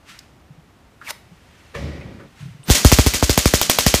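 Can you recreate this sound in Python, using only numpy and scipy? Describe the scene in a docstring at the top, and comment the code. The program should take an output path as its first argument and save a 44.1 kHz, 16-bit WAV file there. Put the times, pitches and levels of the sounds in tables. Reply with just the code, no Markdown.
"""Stun gun in a hard-floored room

A quiet room, a torch-shaped stun gun and a nearly mono microphone. Sleeves rustle; the cap is pulled off with
a falling cavity note and a pop, then put down with a knock and a hollow rumble, all made of filtered noise
and decaying tones. The switch clicks and sparks snap about thirteen times a second: nearly all are a noise
crack, slaps off floor and walls and a bright room ring, and jolt the overloaded microphone into a thump."""
import sys
import numpy as np
from scipy import signal
from scipy.fft import rfft, irfft
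from scipy.io import wavfile

SR = 44100
rng = np.random.default_rng(int(sys.argv[2]) if len(sys.argv) > 2 else 0)


def to_wav(s):
    """Save 16-bit WAV."""
    ch = np.atleast_2d(s).T  # columns
    pcm = np.round(np.clip(ch, -1, 1) * 32767)  # PCM
    wavfile.write(sys.argv[1], SR, pcm.astype(np.int16))


N = 176400
T = np.arange(N) / SR   # time axis in seconds
HZ = np.maximum(np.fft.rfftfreq(N, 1 / SR), 1)   # frequency axis, kept above zero for logarithms

# Room air, spectrum under everything: pitch_hz, relative_db
AIR = [(20, -22), (66, -1), (150, -5.5), (335, -11), (462, -15.5), (709, -15.5), (2130, -23.5),
       (15000, -42.5)]
AIR_DB = -51

# Sleeve rustles: start_s (their peak), level_db, rise_s, fall_s
RUSTLES = [(.095, -41, 0.019, 0.073), (1.6, -54.5, 0.39, 0.97), (2.409, -48.5, 0.034, 0.085)]
# Spectrum of the cloth: pitch_hz, relative_db
RUSTLE_COLOUR = [(590, -27), (1000, -1), (1910, 4), (2290, 3.5), (8710, -11), (15000, -22)]
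UNEVEN_DB, UNEVEN_HZ = 0.5, 25   # slow unevenness of rustle and rumble
# Light clicks of plastic and switch: start_s, level_db, centre_hz, width_octaves, fall_s
CLICKS = [(0.1907, -31.5, 5100, 0.45, 0.0026), (1.014, -38.5, 1460, 0.28, 0.026),
          (2.011, -42, 2280, 0.25, 0.017), (2.197, -42, 1420, 0.34, 0.027),
          (2.632, -37.5, 3090, 0.25, 0.0021)]
WHINE_S, WHINE_HZ, WHINE_DB, WHINE_FALL_S = 2.638, 8800, -45, 0.013   # the converter charging up
# Soft low bumps: start_s, level_db, pitch_hz
BUMPS = [(0.504, -35, 148), (0.578, -39, 154), (1.316, -36.5, 175), (2.04, -33, 102), (2.405, -32.5, 133),
         (2.425, -26, 137), (2.455, -26, 141), (2.48, -30.5, 158), (2.507, -33, 116), (2.546, -33.5, 143),
         (2.593, -33.5, 137), (2.685, -16.5, 185)]
BUMP_S = 0.0068   # onset to envelope peak

# The cap slides off and pops free; spectrum of friction and pop: pitch_hz, relative_db
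POP_COLOUR = [(210, -66), (350, -57), (487, -11.5), (1330, -3.5), (2240, -9), (3060, -7.5), (3760, -8.5),
              (15000, -20)]
CAP_POP_S, POP_DB, POP_FALL_S = 1.1072, -22.5, 0.0016
SLIDE_DB, SLIDE_RISE_S, SLIDE_FALL_S = -26, 0.022, 0.0046
# Falling note of the cap's cavity: time_s, pitch_hz, level_db
CAVITY = [(1.04, 2688, -55), (1.068, 2500, -39.5), (1.082, 2060, -35), (1.095, 1686, -43),
          (1.103, 1279, -26), (1.115, 750, -39), (1.125, 650, -73)]
CAVITY_WIDTH_HZ = 210
GRIT_HZ, SLIDE_GRIT_DB = 500, 1.5   # how fast cracks and friction flicker, and how deeply the cap catches

# The cap is put down on something hollow; spectrum of the knock: pitch_hz, relative_db
KNOCK_COLOUR = [(88, -34), (150, -25), (540, 4), (812, -17), (1230, -6.5), (1410, -23), (1670, -8),
                (3130, -17), (14000, -43)]
KNOCK_S, KNOCK_DB, KNOCK_FALL_S = 1.751, -25.5, 0.024
# Spectrum of the rumble after it: pitch_hz, relative_db
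RUMBLE_COLOUR = [(24, -41), (40, -5), (65, 5), (143, 2), (337, -9), (579, -13), (815, -20), (1360, -22),
                 (1920, -22), (5380, -25.5), (14000, -46)]
# Decay of the rumble: pitch_hz, t60_s
RUMBLE_T60 = [(80, 1.14), (300, 2.84), (2000, 1.55), (9000, 0.66)]
RUMBLE_DB, RUMBLE_BUILD_S, RUMBLE_STOP_S, RUMBLE_STOP_FALL_S = -26.5, 0.028, 2.26, 0.024
# Noisy resonances in the rumble: pitch_hz, level_db, width_hz
RUMBLE_BANDS = [(559, -39, 22), (1920, -44, 59), (2300, -44.5, 160)]
BANDS_FALL_S = 0.2
# Low tones of the hollow body: pitch_hz, level_db, t60_s
BODY_MODES = [(74.9, -26.5, 1.3), (139.6, -27.5, 1.25)]

HANDLING_ROOM_DB, HANDLING_T60_S = -14, 0.37   # room tail on handling and cap removal

# Sparks: start_s, crack_db, ring_db, kick_db, kick_fall_ms (the last two are the microphone's jolt)
SPARKS = [(2.7013, -8, -14, 5, 4.1), (2.745, -38, -15.5, -32, 1), (2.8487, -1.5, -14, 12, 1.7),
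          (2.9184, 1.5, -15, -15, 0.36), (2.9871, -2.5, -18, 10.5, 0.73), (3.064, -5, -20, 2.5, 1.9),
          (3.138, -9, -19, -23, 1.1), (3.2262, -10.5, -20, 11, 0.39), (3.296, -0.5, -19.5, 1.5, 1.65),
          (3.377, -1, -17, 16, 0.27), (3.4574, -5, -19.5, 11, 0.71), (3.5383, -3, -17, 15, 0.32),
          (3.615, -2.5, -20.5, 5.5, 0.15), (3.6981, 5, -17.5, 6.5, 0.092), (3.7877, 4.5, -18, -1.5, 0.38),
          (3.8654, 0, -16.5, 11.5, 0.55), (3.9415, 1, -18, 17, 0.26)]
# A few milliseconds after some kicks, the slap off the floor kicks the microphone the other way: start_s,
# kick_db, kick_fall_ms
FLOOR_KICKS = [(2.7042, -8, 1.4), (2.8545, 6.5, 1.1), (2.9239, 10.5, 1.06), (2.9927, 9.5, 0.65),
               (3.07, 4, 0.52), (3.1441, -13, 2.3), (3.2312, -1, 1.5)]
JOLT_RISE_MS = 0.21
# The microphone's low cut, and the corners of the phase lag that turns a jolt into a falling sweep
MIC_CUT_HZ, MIC_Q = 58.2, 1.97
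# All-pass corners of that lag: corner_hz
MIC_LAG_HZ = [76, 77, 575, 590, 600, 4770]

# Spectrum of the crack: pitch_hz, relative_db
CRACK_COLOUR = [(300, 9), (1000, 3.5), (2700, 2.5), (6000, 0.5), (10000, -9), (15000, -0.5)]
CRACK_RISE_S, CRACK_FALL_S, CRACK_GRIT_DB = 0.00082, 0.0013, 2.5
SWELL_DB, SWELL_RISE_S = -17, 0.012   # level and rise of a noise swell before the first crack
# Slaps off the floor and walls: delay_s, level_db against the ring; the first travels some 1.9 m further
ECHOES = [(.0054, 10.5), (0.0111, 8), (0.0162, 9), (0.0202, 2.5), (0.0224, 2.5), (.033, -5), (0.038, -8)]
ECHO_FALL_S, ECHO_WANDER = 0.00062, 0.025   # wander: random spread as a share of the delay

# The room's answer to a spark, spectrum: pitch_hz, relative_db
RING_COLOUR = [(88, -20), (150, -3.5), (283, -8), (409, -5.5), (833, -9.5), (1180, -6), (1320, -6.5),
               (2100, -2.5), (2270, -3), (6430, 1), (10800, -7.5), (15000, -10)]
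# Decay of that ring: pitch_hz, t60_s
RING_T60 = [(200, 0.99), (1000, 0.55), (4000, 0.52), (8000, 0.42), (14000, 0.34)]
RING_DELAY_S, RING_BUILD_S = 0.003, 0.00093
RING_SHARED = 0.67   # share of power that repeats from spark to spark
REFLECTIONS_PER_S, REFLECTIONS_DB, REFLECTIONS_FADE_S = 1000, 0.5, 0.027
RING_CLUMP_DB, RING_CLUMP_HZ = 1.5, 146   # reflections arrive in clusters
# Tones of the room: pitch_hz, level_db against the ring, t60_s
ROOM_MODES = [(268, -10.5, .12), (487, -21, 0.098), (592.3, -10.5, 0.15), (2340, -13, 0.11)]

# Stereo spread: pitch_hz, side_against_mid_db
SIDE = [(500, -65), (2500, -64), (5000, -55)]
OVERLOAD_KNEE, CUTOFF_HZ = 4.3, 15000


def from_db(db):
    """Decibels to gain."""
    return 10 ** (np.asarray(db) / 20)


def rms_one(x):
    """Scale to unit rms."""
    return x / np.sqrt(np.mean(x ** 2) + 1e-20)


def at_hz(points, hz):
    """Read a table on a log-frequency axis."""
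    corners, values = np.transpose(points)
    return np.interp(np.log(hz), np.log(corners), values)


def filtered(x, db):
    """Filter a sound by a level at each frequency."""
    return irfft(rfft(x) * from_db(db), N)


def noise(db):
    """Unit-rms noise with the given relative level at each frequency."""
    return rms_one(filtered(rng.standard_normal(N), db))


def swell(s, rise, fall):
    """Exponential rise to a moment and exponential fall after it."""
    return np.exp(-np.minimum(np.maximum((s - T) / rise, (T - s) / fall), 40))


def fade(fall):
    """Exponential fall from time zero."""
    return np.exp(-T / fall)


def fade_t60(t60):
    """Exponential fall that loses 60 dB in t60 seconds."""
    return np.exp(-np.log(1000) * T / t60)


def flicker(db, hz):
    """A unit-rms gain that wavers at random by so many decibels, mostly slower than the given rate."""
    return rms_one(from_db(db * noise(-20 * np.log10(1 + (HZ / hz) ** 2))))


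def add(out, s, x):
    """Mix a sound in at a time."""
    i = int(s * SR)
    out[i:i + len(x)] += x[:N - i]


def narrow(hz, width_hz):
    """Noise in a resonance whose centre may move: slow noise modulates a sine."""
    slow = noise(-20 * np.log10(1 + (HZ / width_hz) ** 2))
    phase = 2 * np.pi * np.cumsum(hz + 0 * T) / SR
    return np.sqrt(2) * slow * np.sin(phase)


def modes(table):
    """Struck modes, each a sine dying at its own rate."""
    return sum(from_db(db) * np.sin(2 * np.pi * hz * T) * fade_t60(t60) for hz, db, t60 in table)


def dying(source, t60s, size):
    """Let each frequency die at its own rate, by crossfading bands that each have one decay."""
    hz = np.maximum(np.fft.rfftfreq(size, 1 / SR), 1)
    spectrum = rfft(source[:size])
    corners = np.log([f for f, _ in t60s])
    out = np.zeros(size)
    for share, (_, t60) in zip(np.eye(len(t60s)), t60s):
        band = spectrum * np.interp(np.log(hz), corners, share)
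        out += irfft(band, size) * fade_t60(t60)[:size]
    return out


def air():
    """The quiet room's steady, mostly low noise."""
    return from_db(AIR_DB) * noise(at_hz(AIR, HZ))


def handling():
    """Sleeves rustle, plastic clicks, and the converter whines after the switch."""
    strokes = sum(from_db(db) * swell(s, rise, fall) for s, db, rise, fall in RUSTLES)
    out = noise(at_hz(RUSTLE_COLOUR, HZ)) * strokes * flicker(UNEVEN_DB, UNEVEN_HZ)
    for s, db, hz, octaves, fall in CLICKS:
        band = -20 * np.log10(1 + (np.log2(HZ / hz) / octaves) ** 2)
        out += from_db(db) * noise(band) * swell(s, 0.00066, fall)
    whine = narrow(WHINE_HZ, width_hz=500) * swell(WHINE_S, 0.0016, WHINE_FALL_S)
    return out + from_db(WHINE_DB) * whine


def bumps():
    """Each bump is a few soft low cycles."""
    out, t = np.zeros(N), T[:SR // 5]
    envelope = t / BUMP_S * np.exp(1 - t / BUMP_S)
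    for s, db, hz in BUMPS:
        add(out, s, from_db(db) * envelope * np.sin(2 * np.pi * hz * t))
    return out


def cap_off():
    """Gritty friction swells while the cavity note falls, and ends in a pop."""
    s, hz, db = np.transpose(CAVITY)
    sounding = (T > s[0]) & (T < s[-1])
    note = narrow(np.interp(T, s, hz), CAVITY_WIDTH_HZ) * from_db(np.interp(T, s, db)) * sounding
    friction = from_db(SLIDE_DB) * swell(CAP_POP_S, SLIDE_RISE_S, SLIDE_FALL_S)
    friction *= flicker(SLIDE_GRIT_DB, GRIT_HZ)
    pop = from_db(POP_DB) * swell(CAP_POP_S, 0.00064, POP_FALL_S)
    return note + (friction + pop) * noise(at_hz(POP_COLOUR, HZ))


def cap_down():
    """A knock, then an uneven hollow rumble with a few resonances, until the cap comes to rest."""
    knock = from_db(KNOCK_DB) * noise(at_hz(KNOCK_COLOUR, HZ)) * swell(KNOCK_S, 0.0044, KNOCK_FALL_S)
    rumble = from_db(RUMBLE_DB) * dying(noise(at_hz(RUMBLE_COLOUR, HZ)), RUMBLE_T60, size=N)
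    bands = sum(from_db(db) * narrow(hz, width) for hz, db, width in RUMBLE_BANDS)
    rumble += bands * fade(BANDS_FALL_S)
    rumble *= flicker(UNEVEN_DB, UNEVEN_HZ)
    hollow = np.zeros(N)
    add(hollow, KNOCK_S, (modes(BODY_MODES) + rumble) * (1 - fade(RUMBLE_BUILD_S)))
    return knock + hollow * swell(RUMBLE_STOP_S, np.inf, RUMBLE_STOP_FALL_S)   # full level until the stop


def room(x):
    """Diffuse reverberation: the sound convolved with half a second of decaying noise."""
    colour = at_hz([(2000, 7.0), (12000, 4.5)], HZ)   # pitch_hz, relative_db
    tail = (noise(colour) * fade_t60(HANDLING_T60_S))[:SR // 2]
    tail /= np.sqrt(np.sum(tail ** 2))   # unit energy
    return from_db(HANDLING_ROOM_DB) * signal.fftconvolve(x, tail)[:N]


def jolts():
    """Sparks and their floor slaps kick the overloaded microphone; filters smear each step into a thump."""
    kicks, ms = np.zeros(N), np.arange(2000) * 1000 / SR
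    for direction, table in ((-0.97, SPARKS), (1, FLOOR_KICKS)):
        for s, *_, db, fall_ms in table:
            step = np.exp(-ms / fall_ms) * (1 - np.exp(-ms / JOLT_RISE_MS))
            add(kicks, s, direction * from_db(db) * step)
    w = 2 * np.pi * MIC_CUT_HZ
    low_cut = signal.bilinear([1, 0, 0], [1, w / MIC_Q, w * w], SR)
    out = signal.lfilter(*low_cut, kicks + 1e-18)   # the tiny offset keeps the filter out of denormals
    for hz in MIC_LAG_HZ:
        lag = signal.bilinear([-1, 2 * np.pi * hz], [1, 2 * np.pi * hz], SR)   # all-pass: delays, keeps level
        out = signal.lfilter(*lag, out + 1e-18)
    return out


def room_ring(shared):
    """Clusters of wall reflections merge into a bright diffuse tail."""
    colour = at_hz(RING_COLOUR, HZ)
    diffuse = np.sqrt(RING_SHARED) * shared + np.sqrt(1 - RING_SHARED) * noise(colour)
    taps = rng.standard_normal(N) * (rng.random(N) < REFLECTIONS_PER_S / SR)
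    early = rms_one(filtered(taps, colour)) * from_db(REFLECTIONS_DB) * fade(REFLECTIONS_FADE_S)
    clumps = flicker(RING_CLUMP_DB, RING_CLUMP_HZ)
    return dying((diffuse + early) * clumps * (1 - fade(RING_BUILD_S)), RING_T60, size=24000)


def sparks():
    """Sparks crack and set the room ringing; all but the near-silent crack slap back off floor and walls."""
    cracks, slaps, rings = np.zeros((3, N))
    ring_colour = at_hz(RING_COLOUR, HZ)
    shared, tones = noise(ring_colour), modes(ROOM_MODES)
    slap = fade(ECHO_FALL_S)[:SR // 100]
    for s, crack_db, ring_db, _, _ in SPARKS:
        cracks += from_db(crack_db) * swell(s, CRACK_RISE_S, CRACK_FALL_S)
        if crack_db > ring_db:   # a ring swell with almost no crack gets no slaps
            for delay, db in ECHOES:
                wander = 1 + ECHO_WANDER * rng.standard_normal()
                add(slaps, s + delay * wander, from_db(ring_db + db) * slap)
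        ring = room_ring(shared)
        add(rings, s + RING_DELAY_S, from_db(ring_db) * (ring + tones[:len(ring)]))
    cracks += from_db(SWELL_DB) * swell(SPARKS[0][0], SWELL_RISE_S, CRACK_FALL_S)
    snaps = cracks * noise(at_hz(CRACK_COLOUR, HZ)) * flicker(CRACK_GRIT_DB, GRIT_HZ)
    return snaps + slaps * noise(ring_colour) + rings


def scene():
    """Everything sits in the centre; a very faint side signal, 1.1 ms late, is strongest in the treble."""
    small = handling() + cap_off()
    mid = air() + small + room(small) + bumps() + cap_down() + jolts() + sparks()
    late = np.exp(-2j * np.pi * HZ * 0.0011)
    side = irfft(rfft(mid) * from_db(at_hz(SIDE, HZ)) * late, N)
    return np.array([mid + side, mid - side])


def record(dry):
    """The input overloads, the top is cut, and the peaks stop at full scale."""
    loud = dry / (1 + np.abs(dry) ** OVERLOAD_KNEE) ** (1 / OVERLOAD_KNEE)
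    top_cut = signal.ellip(10, 0.2, 70, CUTOFF_HZ, fs=SR, output="sos")   # order, ripple dB, stopband dB
    return np.clip(signal.sosfilt(top_cut, loud), -1, 1)


dry = scene()
out = record(dry)
to_wav(out)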